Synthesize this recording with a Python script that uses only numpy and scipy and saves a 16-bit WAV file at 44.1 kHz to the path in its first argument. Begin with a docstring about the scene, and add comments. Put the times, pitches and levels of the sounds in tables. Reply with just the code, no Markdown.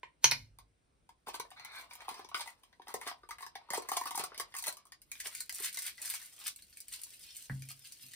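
"""A sticky seal is peeled off a jar: bursts of tiny slips and clumped clicks excite damped resonances of
seal, wall, enclosed air and filling. A gloved finger creaks on the rim and the jar is set down on steel.
Before the peeling, a plastic lid drops on the steel plate: filtered noise bursts ring its modes and the plate's.
A small hard room answers with sparse decaying echoes over shaped background noise; two close microphones listen."""
import sys
import numpy as np
from scipy import signal
from scipy.fft import rfft, irfft
from scipy.io import wavfile
from scipy.ndimage import uniform_filter1d, map_coordinates

SR = 44100
rng = np.random.default_rng(int(sys.argv[2]) if len(sys.argv) > 2 else 0)


def pcm_store(signal):
    """Save signal as 16-bit PCM."""
    levels = np.round(np.clip(np.atleast_2d(signal), -1, 1) * 32767)
    wavfile.write(sys.argv[1], SR, levels.astype(np.int16).T)


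N = 359415

# Snaps of seal and jar. Each row: start in seconds, seal peak in dB, wall level in dB, cavity level in dB,
# wall pitch in Hz, cavity pitch in Hz.
SNAPS = [(0.5866, -38.5, -51, -51.5, 1530, 1070), (1.0909, -49, -56, -51, 1670, 1032),
         (1.27, -46.5, -46.5, -41.5, 1550, 861), (1.2835, -35, -52, -37, 1820, 826),
         (1.3428, -30, -37, -38, 1590, 937), (1.3982, -26.5, -36, -36.5, 1550, 900),
         (1.4484, -57, -58, -50, 1770, 705), (1.5045, -40, -57, -74, 1960, 956),
         (1.5144, -59, -48, -48.5, 3780, 760), (1.5964, -47, -44.5, -52.5, 1840, 940),
         (1.6482, -34.5, -43, -51, 2000, 920), (1.9101, -47.5, -45, -54, 2360, 776),
         (1.934, -36, -50.5, -65, 2040, 820), (1.9535, -33, -48, -54.5, 3970, 880),
         (2.0053, -47, -45, -56, 2420, 900), (2.0814, -40, -46, -31, 3400, 920),
         (2.0892, -30.5, -37, -38.5, 1570, 880), (2.1124, -40, -54, -56, 2020, 890),
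         (2.1425, -40, -48, -49, 2070, 929), (2.1929, -42, -49.5, -44, 1750, 750),
         (2.2463, -47, -45, -49, 4000, 870), (2.2887, -43, -49, -56, 4000, 934),
         (2.3144, -72, -50.5, -45, 1500, 1135), (2.3444, -30.5, -26.5, -28.5, 1550, 1453),
         (2.3955, -36, -38.5, -42, 1500, 915), (2.4074, -26.5, -36.5, -47, 2100, 1080),
         (2.4584, -43, -49, -47, 2040, 931), (2.4748, -34, -44, -47, 1990, 940),
         (2.6339, -49, -57, -60, 3310, 703), (2.7274, -62, -58.5, -64, 1990, 700),
         (2.7964, -70, -62.5, -46, 1750, 886), (2.8184, -56.5, -52, -59, 2340, 860),
         (2.8704, -68, -49, -47, 1950, 905), (2.8818, -36, -43, -49, 1970, 915),
         (2.9024, -42, -67, -45, 2370, 950), (2.9407, -25, -38.5, -36, 2100, 743),
         (3.0131, -34, -41.5, -43, 1890, 960), (3.0664, -46, -41, -45, 1910, 1070),
         (3.0729, -39, -36.5, -45, 1950, 760), (3.1124, -53, -44, -40.5, 1600, 760),
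         (3.2324, -74, -59, -52.5, 1970, 1200), (3.2894, -40, -51, -45, 2430, 904),
         (3.3079, -31.5, -38.5, -41, 2000, 1195), (3.3837, -46, -47, -55, 1700, 1120),
         (3.4067, -40, -49.5, -46, 1920, 930), (3.4256, -39.5, -42, -43, 1940, 1114),
         (3.4645, -33, -45, -45.5, 1860, 929), (3.5538, -40.5, -39, -39.5, 2240, 827),
         (3.6134, -70, -65, -56.5, 4200, 920), (3.6874, -63, -66, -48.5, 2240, 990),
         (3.7035, -27.5, -35, -40, 2070, 1090), (3.7344, -21, -34.5, -29.5, 2000, 774),
         (3.7748, -24.5, -51, -34, 2010, 890), (3.8214, -35.5, -47, -48, 4300, 1030),
         (3.8876, -25.5, -39, -36, 1890, 760), (3.9165, -23, -36.5, -27.5, 1980, 850),
         (3.9689, -19, -40, -30.5, 2000, 1040), (4.0114, -31, -41.5, -33.5, 1860, 940),
         (4.0372, -34, -45, -56, 1900, 890), (4.0557, -28.5, -41.5, -34.5, 1590, 1150),
         (4.1081, -26.5, -38, -35.5, 2030, 1010), (4.1464, -37, -41, -36, 1770, 900),
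         (4.155, -24.5, -43, -57, 1700, 988), (4.1759, -21.5, -36, -33.5, 1700, 810),
         (4.1944, -21, -38, -40, 1980, 950), (4.2383, -22.5, -55, -39, 4520, 1260),
         (4.3184, -63, -72, -44.5, 1730, 620), (4.345, -43, -45.5, -66, 2050, 1080),
         (4.3774, -30, -43, -58, 2300, 980), (4.3979, -22, -32.5, -37.5, 2080, 1120),
         (4.5221, -57, -54, -84, 2060, 990), (4.5404, -39, -41.5, -49.5, 1950, 830),
         (4.5501, -29.5, -45, -43, 2040, 1090), (4.565, -25.5, -45, -61, 2630, 1080),
         (4.5864, -24, -44, -53, 2370, 1070), (4.5944, -33, -64, -70, 1920, 1110),
         (4.6244, -27, -48, -52, 4500, 920), (4.6394, -23.5, -38, -56, 2010, 970),
         (4.6688, -25, -49, -40, 2420, 960), (4.6803, -21.5, -35, -48, 4270, 910),
         (4.7252, -29, -50.5, -66, 3120, 1150), (4.7696, -36, -49, -54, 4100, 1170),
         (4.8534, -44.5, -67, -58.5, 1450, 1250), (4.8688, -50, -66, -71, 3340, 1120),
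         (4.9207, -36, -46, -57, 1880, 985), (5.0175, -38, -59.5, -84.5, 4090, 1490),
         (5.1163, -24.5, -39, -62.5, 2430, 1150), (5.1534, -47, -45.5, -67, 2420, 990),
         (5.2016, -29, -38.5, -80, 1930, 1450), (5.2574, -39, -36.5, -61, 2230, 1000),
         (5.3502, -23.5, -43.5, -76, 2470, 1440), (5.3794, -43, -46, -77, 4700, 1380),
         (5.4051, -22, -39, -56, 4530, 1470), (5.4944, -24.5, -36.5, -58.5, 2030, 990),
         (5.5248, -29, -58, -64, 4500, 704), (5.5467, -26.5, -56, -73, 2140, 1290),
         (5.5563, -29.5, -57, -70, 2100, 1310), (5.6007, -26, -51, -55.5, 4500, 1050),
         (5.6406, -41, -42, -56.5, 3700, 990), (5.7284, -32, -62, -72, 4460, 1450),
         (5.7443, -26, -58, -61, 1920, 1460), (5.7718, -23, -39, -53.5, 2060, 1150),
         (5.7882, -24, -42.5, -69, 2170, 1370), (5.8212, -25, -53, -72, 3240, 1250),
         (5.8646, -23, -53, -73, 3210, 1370), (5.9793, -43, -46.5, -64, 1960, 1420),
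         (6.0172, -25, -47, -75, 2600, 1090), (6.0257, -30.5, -49, -61, 4350, 1270),
         (6.0524, -39, -41.5, -70, 4000, 1180), (6.0761, -30, -41, -57, 2330, 1380),
         (6.0924, -28, -58, -62, 2460, 1070), (6.1, -19, -39, -62, 3670, 1100),
         (6.1384, -27, -38.5, -51, 2580, 960), (6.1454, -28, -53, -54, 4490, 1250),
         (6.1974, -40, -52, -69, 3710, 1310), (6.2163, -40, -50, -63, 2150, 1190),
         (6.3804, -58, -52.5, -66, 3280, 1290), (6.4154, -52, -46, -63, 3740, 1220),
         (6.4612, -39, -36.5, -54, 3080, 1330), (6.4774, -38, -43.5, -49, 3570, 1450),
         (6.561, -34.5, -57.5, -86, 2700, 1150), (6.5894, -57, -53, -76, 3740, 1450),
         (6.6228, -36, -55, -87.5, 4470, 977), (6.7274, -66.5, -55, -88, 4540, 622),
         (6.771, -36, -50, -90, 2500, 820), (6.8034, -29, -54.5, -97, 4130, 1070),
         (6.8828, -31.5, -49, -85, 4600, 610), (6.9267, -26.5, -59.5, -80, 4380, 1470),
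         (7.016, -33, -56, -84.5, 3930, 1360), (7.0349, -24.5, -73, -75, 4470, 899),
         (7.3672, -29, -73.5, -85, 2920, 1350), (7.6211, -33, -49, -83, 2420, 937),
         (7.6879, -34, -47.5, -71, 4260, 1430), (7.7054, -51, -49, -57.5, 4250, 1300),
         (7.9224, -33, -61, -74, 3370, 668), (8.0202, -41, -80, -81, 4370, 1440),
         (8.1354, -35, -45.5, -83, 1970, 1450)]
# Resonances of the filled jar, the air over the filling, the jar wall and the foil seal.
# Each row: frequency in Hz, width in Hz, relative level in dB.
FILLING_MODES = [(240, 41, -11), (434, 100, 3.5)]
AIR_MODES = [(724, 74, 0.5), (929, 47, 5), (1070, 230, 4)]
WALL_MODES = [(1550, 280, -5), (1950, 190, -5), (2200, 180, 2), (3240, 1100, -4), (4000, 280, -0.5),
              (4890, 270, -2.5)]
SEAL_MODES = [(5283, 2300, -4), (6810, 2500, 3.5), (9250, 5300, 3), (11920, 2300, 3.5), (14000, 5000, -7.5)]
CREST_DB = 6  # peak of wall and cavity over their level
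SLIP_DECAY_MS = 4.16  # mean over the snaps
FILLING_UNDER_AIR_DB = 21  # what shakes the air shakes the filled jar too


def snaps():
    """Stick-slip excitation of resonators: each burst of slips strikes the seal at once and swells in the air."""
    out = np.zeros(N)
    t_ms = np.arange(1024) / SR * 1000
    slips = rng.standard_normal((len(SNAPS), 1024))
    lengths = .5 + rng.random(len(SNAPS))
    filling, seal = ring(FILLING_MODES), ring(SEAL_MODES, size=256)
    for row, slip, length in zip(SNAPS, slips, lengths):
        s, seal_db, wall_db, air_db, wall_hz, air_hz = row
        ms = SLIP_DECAY_MS * length
        fall = np.exp(-t_ms / .4) + .3 * np.exp(-t_ms / max(ms, .2))
        sharp = slip * fall * (1 - np.exp(-t_ms / .15))
        soft = slip * t_ms * np.exp(-t_ms / max(0.31 * ms, .2))
        air = ring([(air_hz, 100, 12)] + AIR_MODES, size=1024)  # the gap in the seal sets the pitch
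        wall = ring([(wall_hz, 0.062 * wall_hz, 7)] + WALL_MODES, size=1024)  # the grip favours one mode
        air_peak_db = air_db + CREST_DB
        parts = [(soft, filling, air_peak_db - FILLING_UNDER_AIR_DB), (soft, air, air_peak_db),
                 (sharp, wall, wall_db + CREST_DB), (sharp, seal, seal_db)]
        for burst, body, db in parts:
            add(out, s, amp(db) * peaked(signal.fftconvolve(burst, body)))
    return out


# Slow pull on the glue between the snaps. Each row: time in seconds, seal level in dB, cavity level in dB.
PULL = [(1.2, -89, -101), (1.31, -101, -100), (1.47, -78, -77), (1.78, -82, -68), (2.34, -89, -71),
        (2.55, -81, -74), (2.82, -91, -87), (3.0, -72, -68.5), (3.33, -90, -80.5), (3.75, -92, -65),
        (3.91, -56, -59.5), (4.08, -61, -66.5), (4.37, -90, -59), (4.61, -66, -81), (4.78, -81, -69),
        (4.95, -112, -88), (5.15, -60, -92), (5.28, -64, -67), (5.69, -67, -134), (6.31, -59.5, -75.5),
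        (6.56, -68, -101), (6.83, -66.5, -101), (6.99, -57.5, -75), (7.2, -62.5, -94), (7.45, -64, -86),
        (8.15, -59, -89)]
# Pulls that tear the seal in a rush. Each row: middle in seconds, half length in ms, seal level in dB,
# cavity level in dB.
TEARS = [(1.287, 29, -53, -45.5), (1.347, 23.7, -50, -44.5), (1.778, 90, -57, -55.5), (1.913, 25, -65, -63),
         (2.02, 61, -69, -60), (2.15, 127, -65, -58), (2.371, 37, -47.5, -49.5), (2.417, 16, -48, -49.5),
         (2.481, 69, -60.5, -60.5), (2.902, 46, -62, -55), (3.03, 38, -59, -58), (3.081, 40, -49.5, -45.5),
         (3.124, 8.8, -68, -58), (3.329, 45, -71, -67), (3.43, 62, -60.5, -71), (3.757, 54, -46, -43),
         (3.931, 18, -51, -51), (3.971, 14, -48, -41), (4.071, 14, -60, -48), (4.199, 38, -47, -46.5),
         (4.242, 12.5, -54, -41.5), (4.406, 12, -43, -53), (4.59, 24, -48, -61), (4.674, 32, -40.5, -43.5),
         (5.211, 24, -48, -83.5), (5.26, 29, -42, -56), (5.357, 91, -51.5, -92), (5.611, 106, -47.5, -66),
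         (5.66, 47, -38.5, -74), (5.782, 117, -53.5, -76), (5.867, 52, -40.5, -65),
         (6.031, 75, -52.5, -68.5), (6.108, 103, -45, -70), (6.2, 150, -61, -88), (6.42, 41, -54.5, -64.5),
         (6.468, 38, -43, -69), (6.939, 31, -46.5, -71.5), (7.04, 25, -69, -97), (7.131, 29, -56, -93),
         (7.26, 100, -58.5, -82), (7.382, 122, -58.5, -98), (7.706, 18, -47, -87), (7.856, 27, -57.5, -100),
         (8.031, 35, -60.5, -83)]
WALL_UNDER_SEAL_DB, WALL_UNDER_AIR_DB = 6.0, 4.5  # what shakes seal or air shakes the wall too
LOOSE_S, LOOSE_WALL_DB, CRUMPLE_DB = 6.05, 4, -6.5  # seal comes off; drop of wall drive; crumple re seal drive


def pull_forces():
    """Coupled excitation: the pull drives seal and air, which pass it on to wall, filling and crumpling foil."""
    seconds = np.arange(N) / SR
    s, *levels = np.transpose(PULL)
    pull = np.array([amp(np.interp(seconds, s, db, -120)) for db in levels])
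    for middle, ms, *db in TEARS:
        swell = np.hanning(int(ms * SR / 500))
        add(pull, middle - ms / 1000, amp(db)[:, None] * swell)
    seal, air = pull
    filling = air / amp(FILLING_UNDER_AIR_DB)
    wall = np.hypot(seal / amp(WALL_UNDER_SEAL_DB), air / amp(WALL_UNDER_AIR_DB))
    loose = np.clip((seconds - LOOSE_S) / .5, 0, 1)  # the freed seal crumples in the hand
    wall = wall * (1 - loose * (1 - amp(-LOOSE_WALL_DB)))
    crumple = seal * loose * amp(CRUMPLE_DB)
    return filling, air, wall, seal, crumple


# Resonances of the loose foil. Each row: frequency in Hz, width in Hz, relative level in dB.
CRUMPLE_MODES = [(2860, 200, 1.5), (3280, 250, 2), (4520, 170, 5.5), (4980, 480, -1.5)]
# Factors on all crackle resonances as the hand squeezes the jar.
GRIPS = (.87, 0.948, 1.028, 1.118)
# Spread of click sizes in filling, air, wall, seal and crumpled seal, in dB per unit of an exponential draw.
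SPREAD_DB = (2.0, 2.5, 1.8, 8.4, 3.7)


def crackle():
    """Random impulse excitation: clumped clicks of glue letting go, a few large, ring bodies retuned by the grip."""
    out = np.zeros(N)
    clumps = amp(2.5 * evened(uniform_filter1d(rng.standard_normal(N), 300)))
    bodies = (FILLING_MODES, AIR_MODES, WALL_MODES, SEAL_MODES, CRUMPLE_MODES)
    clicks_per_s = (500, 1200, 5000, 9000, 2500)
    for force, modes, per_s, spread_db in zip(pull_forces(), bodies, clicks_per_s, SPREAD_DB):
        struck = rng.random(N) < per_s / SR
        size = amp(spread_db * np.minimum(rng.exponential(1, N), 4))
        clicks = force * evened(struck * rng.standard_normal(N) * size * clumps)
        wander = uniform_filter1d(rng.standard_normal((len(GRIPS), N)), 900)
        grip = wander.argmax(0)  # changes every few hundredths of a second
        for k, factor in enumerate(GRIPS):
            body = ring([(hz * factor, w, db) for hz, w, db in modes])
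            out += signal.oaconvolve(clicks * (grip == k), body / np.linalg.norm(body))[:N]
    return out


# Fingers bump the filled jar. Each row: start in seconds, peak in dB.
BUMPS = [(1.271, -47), (1.284, -41), (1.342, -45), (1.396, -40), (2.089, -65), (2.113, -46), (2.192, -46.5),
         (2.247, -49), (2.796, -51.5), (2.885, -50), (2.941, -31), (3.064, -41), (3.234, -52.5),
         (3.706, -39), (3.777, -26.5), (3.915, -76), (4.176, -42.5), (4.196, -36), (4.234, -40.5),
         (4.377, -50), (4.399, -40.5), (4.681, -44), (5.258, -48), (5.601, -45.5), (5.771, -56.5),
         (6.016, -57), (7.621, -65)]
# The whole jar yields under a finger. One row: frequency in Hz, width in Hz, relative level in dB.
YIELD_MODE = (159, 25, -19.5)


def finger_bumps():
    """Soft impact: a noise burst that swells and fades rings the low resonances of the filled jar."""
    out = np.zeros(N)
    t_ms = np.arange(1024) / SR * 1000
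    body = ring(FILLING_MODES + [YIELD_MODE])
    for (s, db), slip in zip(BUMPS, rng.standard_normal((len(BUMPS), 1024))):
        add(out, s, amp(db) * peaked(signal.fftconvolve(slip * t_ms * np.exp(-t_ms / 1.8), body)))
    return out


# Glove on the rim. Each row: time in seconds, level in dB.
RUB = [(1.555, -70), (1.568, -54), (1.65, -58), (1.72, -52), (1.78, -47.5), (1.84, -66), (1.88, -88)]
# Resonances of the rim. Each row: frequency in Hz, width in Hz, relative level in dB.
RIM_MODES = [(900, 360, -2), (1560, 300, -2), (2000, 200, -2), (2320, 120, 4), (3520, 150, -4),
             (4150, 290, -2.5)]


def rub():
    """Friction: a steady stream of slips, modelled as noise, sounds the fixed resonances of the rim."""
    s, db = np.transpose(RUB)
    body = ring(RIM_MODES)
    slips = rng.standard_normal(N) * amp(np.interp(np.arange(N) / SR, s, db, -120, -120))
    return signal.oaconvolve(slips, body / np.linalg.norm(body))[:N]


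# Jar base on steel: start in seconds, peak in dB.
KNOCK = (7.497, -28.5)
# Resonances of the jar base. Each row: frequency in Hz, width in Hz, relative level in dB.
BASE_MODES = [(480, 180, -7), (825, 150, -4.5), (1250, 750, -10.5), (1650, 160, 2), (1950, 190, -2)]
# Pushes on the plate, which rocks after the lid lands and booms under the jar.
# Each row: start in seconds, peak in dB, half contact time in ms.
PUSHES = [(.39, -45.5, 7.4), (0.501, -52.5, 9), (.59, -56.5, 7.8), (7.497, -27.5, 2.1), (8.03, -54.5, 0.67)]
# Low modes of the steel plate. Each row: frequency in Hz, level in dB, time to fall 60 dB in seconds.
PLATE_MODES = [(52, -12.5, 0.27), (66, -15, 0.37), (93, -16, .5), (105.7, -2, .6), (133, -2, 0.48),
               (129.8, -8.5, 0.3), (134, 2.5, .6), (148.4, -6.5, 0.38), (150, -6.5, 0.38), (188, -5.5, 0.3),
               (216, -9, .4), (258, -4, 0.51), (300, -13.5, 0.47)]


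def set_down():
    """Contact time as a low-pass: soft pushes ring only low plate modes and shake on; the jar base knocks once."""
    low, knock = np.zeros(N), np.zeros(N)
    t = np.arange(6000) / SR
    shakes = rng.standard_normal((len(PUSHES), 6000)) * .015 * np.exp(-t / .04)
    for (s, db, ms), shake in zip(PUSHES, shakes):
        push = signal.fftconvolve((t == 0) + shake, np.hanning(int(ms * SR / 500)))
        add(low, s, amp(db) * peaked(signal.fftconvolve(chime(PLATE_MODES), push)))
    s, db = KNOCK
    add(knock, s, amp(db) * ring(BASE_MODES))
    return knock, low


# Lid on steel. Each row: start in seconds, peak in dB, plate ring in dB relative to that peak,
# hardness as a cut-off in Hz, rattle decay in ms.
LID_BLOWS = [(0.031, -31, -42, 1750, 2.7), (0.2428, -6.5, -33.5, 12180, 1.8),
             (0.2484, -15.5, -30, 5000, 0.99), (.255, -23.5, -43.5, 7000, 2.2),
             (0.3083, -28, -37.5, 2500, 1.7), (0.3124, -14.5, -24, 12000, 0.4),
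             (.317, -14.5, -44.5, 2636, 3)]
# Resonances of the lid and of its edge. Each row: frequency in Hz, width in Hz, relative level in dB.
LID_MODES = [(362, 120, -6.5), (475, 270, -9), (932, 57, 1.5), (1050, 74, -3), (1510, 250, -9),
             (1850, 250, -8), (2110, 110, -3), (2443, 130, -3), (2870, 200, -4.5), (2997, 220, -3.5),
             (3500, 560, -5), (4160, 780, -3), (4400, 100, 2), (4680, 300, -10.5), (5600, 960, -11),
             (6450, 300, -7.5), (7200, 600, -4), (8120, 550, -6.5), (10700, 780, -12.5),
             (13000, 3000, -14.5)]
EDGE_MODES = [(4500, 2700, -4), (6300, 900, 2.5), (7760, 580, -5.5), (9900, 790, 1.5)]
# Short noise swell just before the main lid blow: end in seconds, growth time in ms, peak in dB.
LID_SWELL = (.2435, 5.8, -28.5)
STEEL_DB, STEEL_T60_S, STEEL_HZ = -12.5, 0.25, 1500  # shimmer after each blow: level, 60 dB fall, cut-off


def lid():
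    """Impact and modal response: harder blows pass more treble to the lid; each also starts the plate's low ring."""
    out, low = np.zeros(N), np.zeros(N)
    t = np.arange(3000) / SR
    rattles = rng.standard_normal((len(LID_BLOWS) + 1, 3000))
    body, edge = ring(LID_MODES, size=4096), ring(EDGE_MODES, size=256)
    boom = peaked(signal.fftconvolve(chime(PLATE_MODES), np.hanning(200)))
    for (s, db, plate_db, hz, ms), rattle in zip(LID_BLOWS, rattles):
        hardness = signal.butter(2, min(hz, 20000), fs=SR, output="sos")
        fall = np.exp(-t * 1000 / ms) + 3.7 * np.exp(-t / 0.00017)
        blow = signal.sosfilt(hardness, rattle * fall)
        add(out, s, amp(db) * peaked(signal.fftconvolve(blow, body)))
        crack = peaked(signal.fftconvolve(rattle * np.exp(-t / 0.00056), edge))
        add(out, s, amp(db + 1.5 + 30 * np.log10(hz / 12000)) * crack)  # a hard contact cracks
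        add(low, s, amp(db + plate_db) * boom)
    # countless close modes of the steel
    dense = rng.standard_normal(16000) * amp(-60 * np.arange(16000) / SR / STEEL_T60_S)
    dense = signal.sosfilt(signal.butter(2, STEEL_HZ, "high", fs=SR, output="sos"), dense)
    out += amp(STEEL_DB) * signal.oaconvolve(out, dense / np.linalg.norm(dense))[:N]
    end, ms, db = LID_SWELL
    swell = rattles[-1] * np.exp(-t[::-1] * 1000 / ms)
    add(out, end - t[-1], amp(db) * peaked(signal.fftconvolve(swell, body)))
    return out, low


# Decay of the room. Each row: frequency in Hz, time to fall 60 dB in seconds.
ROOM = [(100, 0.17), (500, 0.26), (1500, 0.13), (4000, 0.16), (8000, 0.11), (14000, 0.082)]
# Colour of the room over the direct sound. Each row: frequency in Hz, relative level in dB.
WET = [(200, -4), (800, -4.5), (1500, 1.5), (4000, 0.5), (6000, 4), (9000, -1.5), (15000, -0.5)]


def room(x, wet_db):
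    """Reverberation: three random sparse tails take turns in a steady cycle, which smooths the echo's colour."""
    out = np.zeros((2, N))
    turn = 2 * np.pi * 2.3 * np.arange(N) / SR
    for k in range(3):
        taps = np.zeros((2, SR // 2))  # other taps for each ear
        at = np.arange(60, SR // 2 - 20, 20)
        at = at + rng.integers(0, 20, (2, len(at)))
        np.put_along_axis(taps, at, rng.choice([-1., 1.], at.shape), 1)
        hz, t, z = signal.stft(taps, SR, nperseg=256)
        decay = amp(-60 * t / read(ROOM, hz)[:, None])
        decay = decay / np.linalg.norm(decay, axis=1, keepdims=True)
        decay = decay * amp(read(WET, hz))[:, None]
        tail = signal.istft(z * decay, SR, nperseg=256)[1] / 1.8
        part = x * np.sqrt(2 / 3) * np.cos(turn + 2 * np.pi * k / 3)
        out += signal.oaconvolve(part[None], tail, axes=1)[:, :N]
    return amp(wet_db) * out


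# Spectrum of the background. Each row: frequency in Hz, relative density in dB per Hz.
HUSH = [(15, -45.5), (25, -0.5), (48, -2), (87, -11.5), (137, -9), (206, -15), (263, -12.5), (344, -17),
        (607, -18.5), (818, -23), (6920, -37), (9320, -33), (16000, -65.5)]
# Coherence of the background. Each row: frequency in Hz, left-right likeness from -1 to 1.
SAME = [(60, 0.7), (240, 0.66), (950, -0.4), (3770, 0.48), (15000, 0.04)]
HUSH_DB = -69.5  # rms level before the microphones


def hush():
    """Partly coherent noise: rumble and hiss of the room, with bands that swell and sink."""
    frames, hz = N // 256 + 5, np.fft.rfftfreq(1024, 1 / SR)
    a, b, c, d, patches = rng.standard_normal((frames, 513, 5)).T
    patches = evened(uniform_filter1d(uniform_filter1d(patches, 10, 0), 30, 1))
    same = np.clip(read(SAME, hz), -1, 1)[:, None]
    left = a + 1j * b
    right = same * left + np.sqrt(1 - same ** 2) * (c + 1j * d)
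    z = np.array([left, right]) * amp(read(HUSH, hz)[:, None] + 1.4 * patches)
    return amp(HUSH_DB) * evened(signal.istft(z, nperseg=1024, noverlap=768)[1][:, :N])


def ring(modes, size=2048):
    """Impulse response of damped modes, peak 1; a small body radiates little below its lowest mode."""
    t = np.arange(size) / SR
    x = np.zeros(size)
    for k, (hz, w, db) in enumerate(modes):
        x += (-1) ** k * amp(db) * w * np.exp(-np.pi * w * t) * np.sin(2 * np.pi * hz * t)
    lowest = min(hz for hz, w, db in modes)
    return peaked(signal.sosfilt(signal.butter(3, .7 * lowest, "high", fs=SR, output="sos"), x))


def chime(modes, size=30000):
    """Modal superposition: sines with long exponential decays answer one blow, peak 1."""
    t = np.arange(size) / SR
    x = np.zeros(size)
    for k, (hz, db, t60) in enumerate(modes):
        x += (-1) ** k * amp(db - 60 * t / t60) * np.sin(2 * np.pi * hz * t)
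    return peaked(x)


def amp(db):
    """Logarithmic level: the amplitude gain of a level in dB."""
    return 10 ** (np.asarray(db) / 20)


def evened(x):
    """Power normalisation: scaled to rms 1."""
    return x / np.sqrt(np.mean(x ** 2) + 1e-20)


def peaked(x):
    """Peak normalisation: scaled to peak 1."""
    return x / abs(x).max()


def read(points, hz):
    """Logarithmic interpolation: a spectrum table read on a log frequency axis."""
    f, value = np.transpose(points)
    return np.interp(np.log(hz + 1), np.log(f + 1), value)


def add(mix, s, sound):
    """Superposition: a sound summed into the mix from a time in seconds."""
    part = mix[..., round(s * SR):][..., :sound.shape[-1]]
    part += sound[..., :part.shape[-1]]


# The jar moves to the middle. Each row: time in seconds, lead of the left capsule in samples.
LEAD = [(0, 6), (5.05, 4.18), (5.3, 0.71), (8.2, 0.95)]


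def scene():
    """Stereo by arrival time and level: the jar is nearer the left capsule, the lid nearer the right."""
    top, plate = lid()
    knock, thump = set_down()
    jar = snaps() + finger_bumps() + crackle() + rub() + knock
    n = np.arange(N)
    late = map_coordinates(jar, [n - np.interp(n / SR, *np.transpose(LEAD))], order=3)
    left = amp(1.5) * jar + amp(-0.5) * np.roll(top, 2)
    right = late + amp(1.5) * top
    steel = plate + thump
    direct = np.array([left, right]) + steel * amp([[-.3], [.3]])
    echoes = room(jar + amp(-2.0) * top, -0.5) + room(steel, -13.0)
    return direct + echoes + hush()


# Treble common to both capsules. Each row: frequency in Hz, shared part before a cap of 0.93.
ALIKE = [(5500, 0.023), (7000, 0.68), (8500, 1), (10500, 1), (11600, 1), (14000, 0.7), (16000, .7)]
# Microphone colour. Each row: frequency in Hz, gain in dB.
MIC = [(20, -27), (45, -3), (100, -5), (12500, -2.5), (14000, 1), (15600, -2), (16200, -13.5)]
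TREBLE_LEAD = 9.5  # samples by which the right capsule hears the shared treble first
EDGE_HZ = 16500  # band limit


def record(dry):
    """Coherence and linear filtering: the capsules share most treble, then come microphone colour and band limit."""
    left, right = rfft(dry[0]), rfft(dry[1])
    hz = np.fft.rfftfreq(N, 1 / SR)
    alike = np.clip(read(ALIKE, hz), 0, .93)
    early = left * np.exp(2j * np.pi * hz * TREBLE_LEAD / SR)
    right = np.sqrt(1 - alike ** 2) * right + alike * early
    pair = irfft(np.array([left, right]) * amp(read(MIC, hz)), N)
    edge = signal.firwin(511, EDGE_HZ, window=("kaiser", 9), fs=SR)
    return signal.oaconvolve(pair, edge[None], "same")


dry = scene()
out = record(dry)
pcm_store(out)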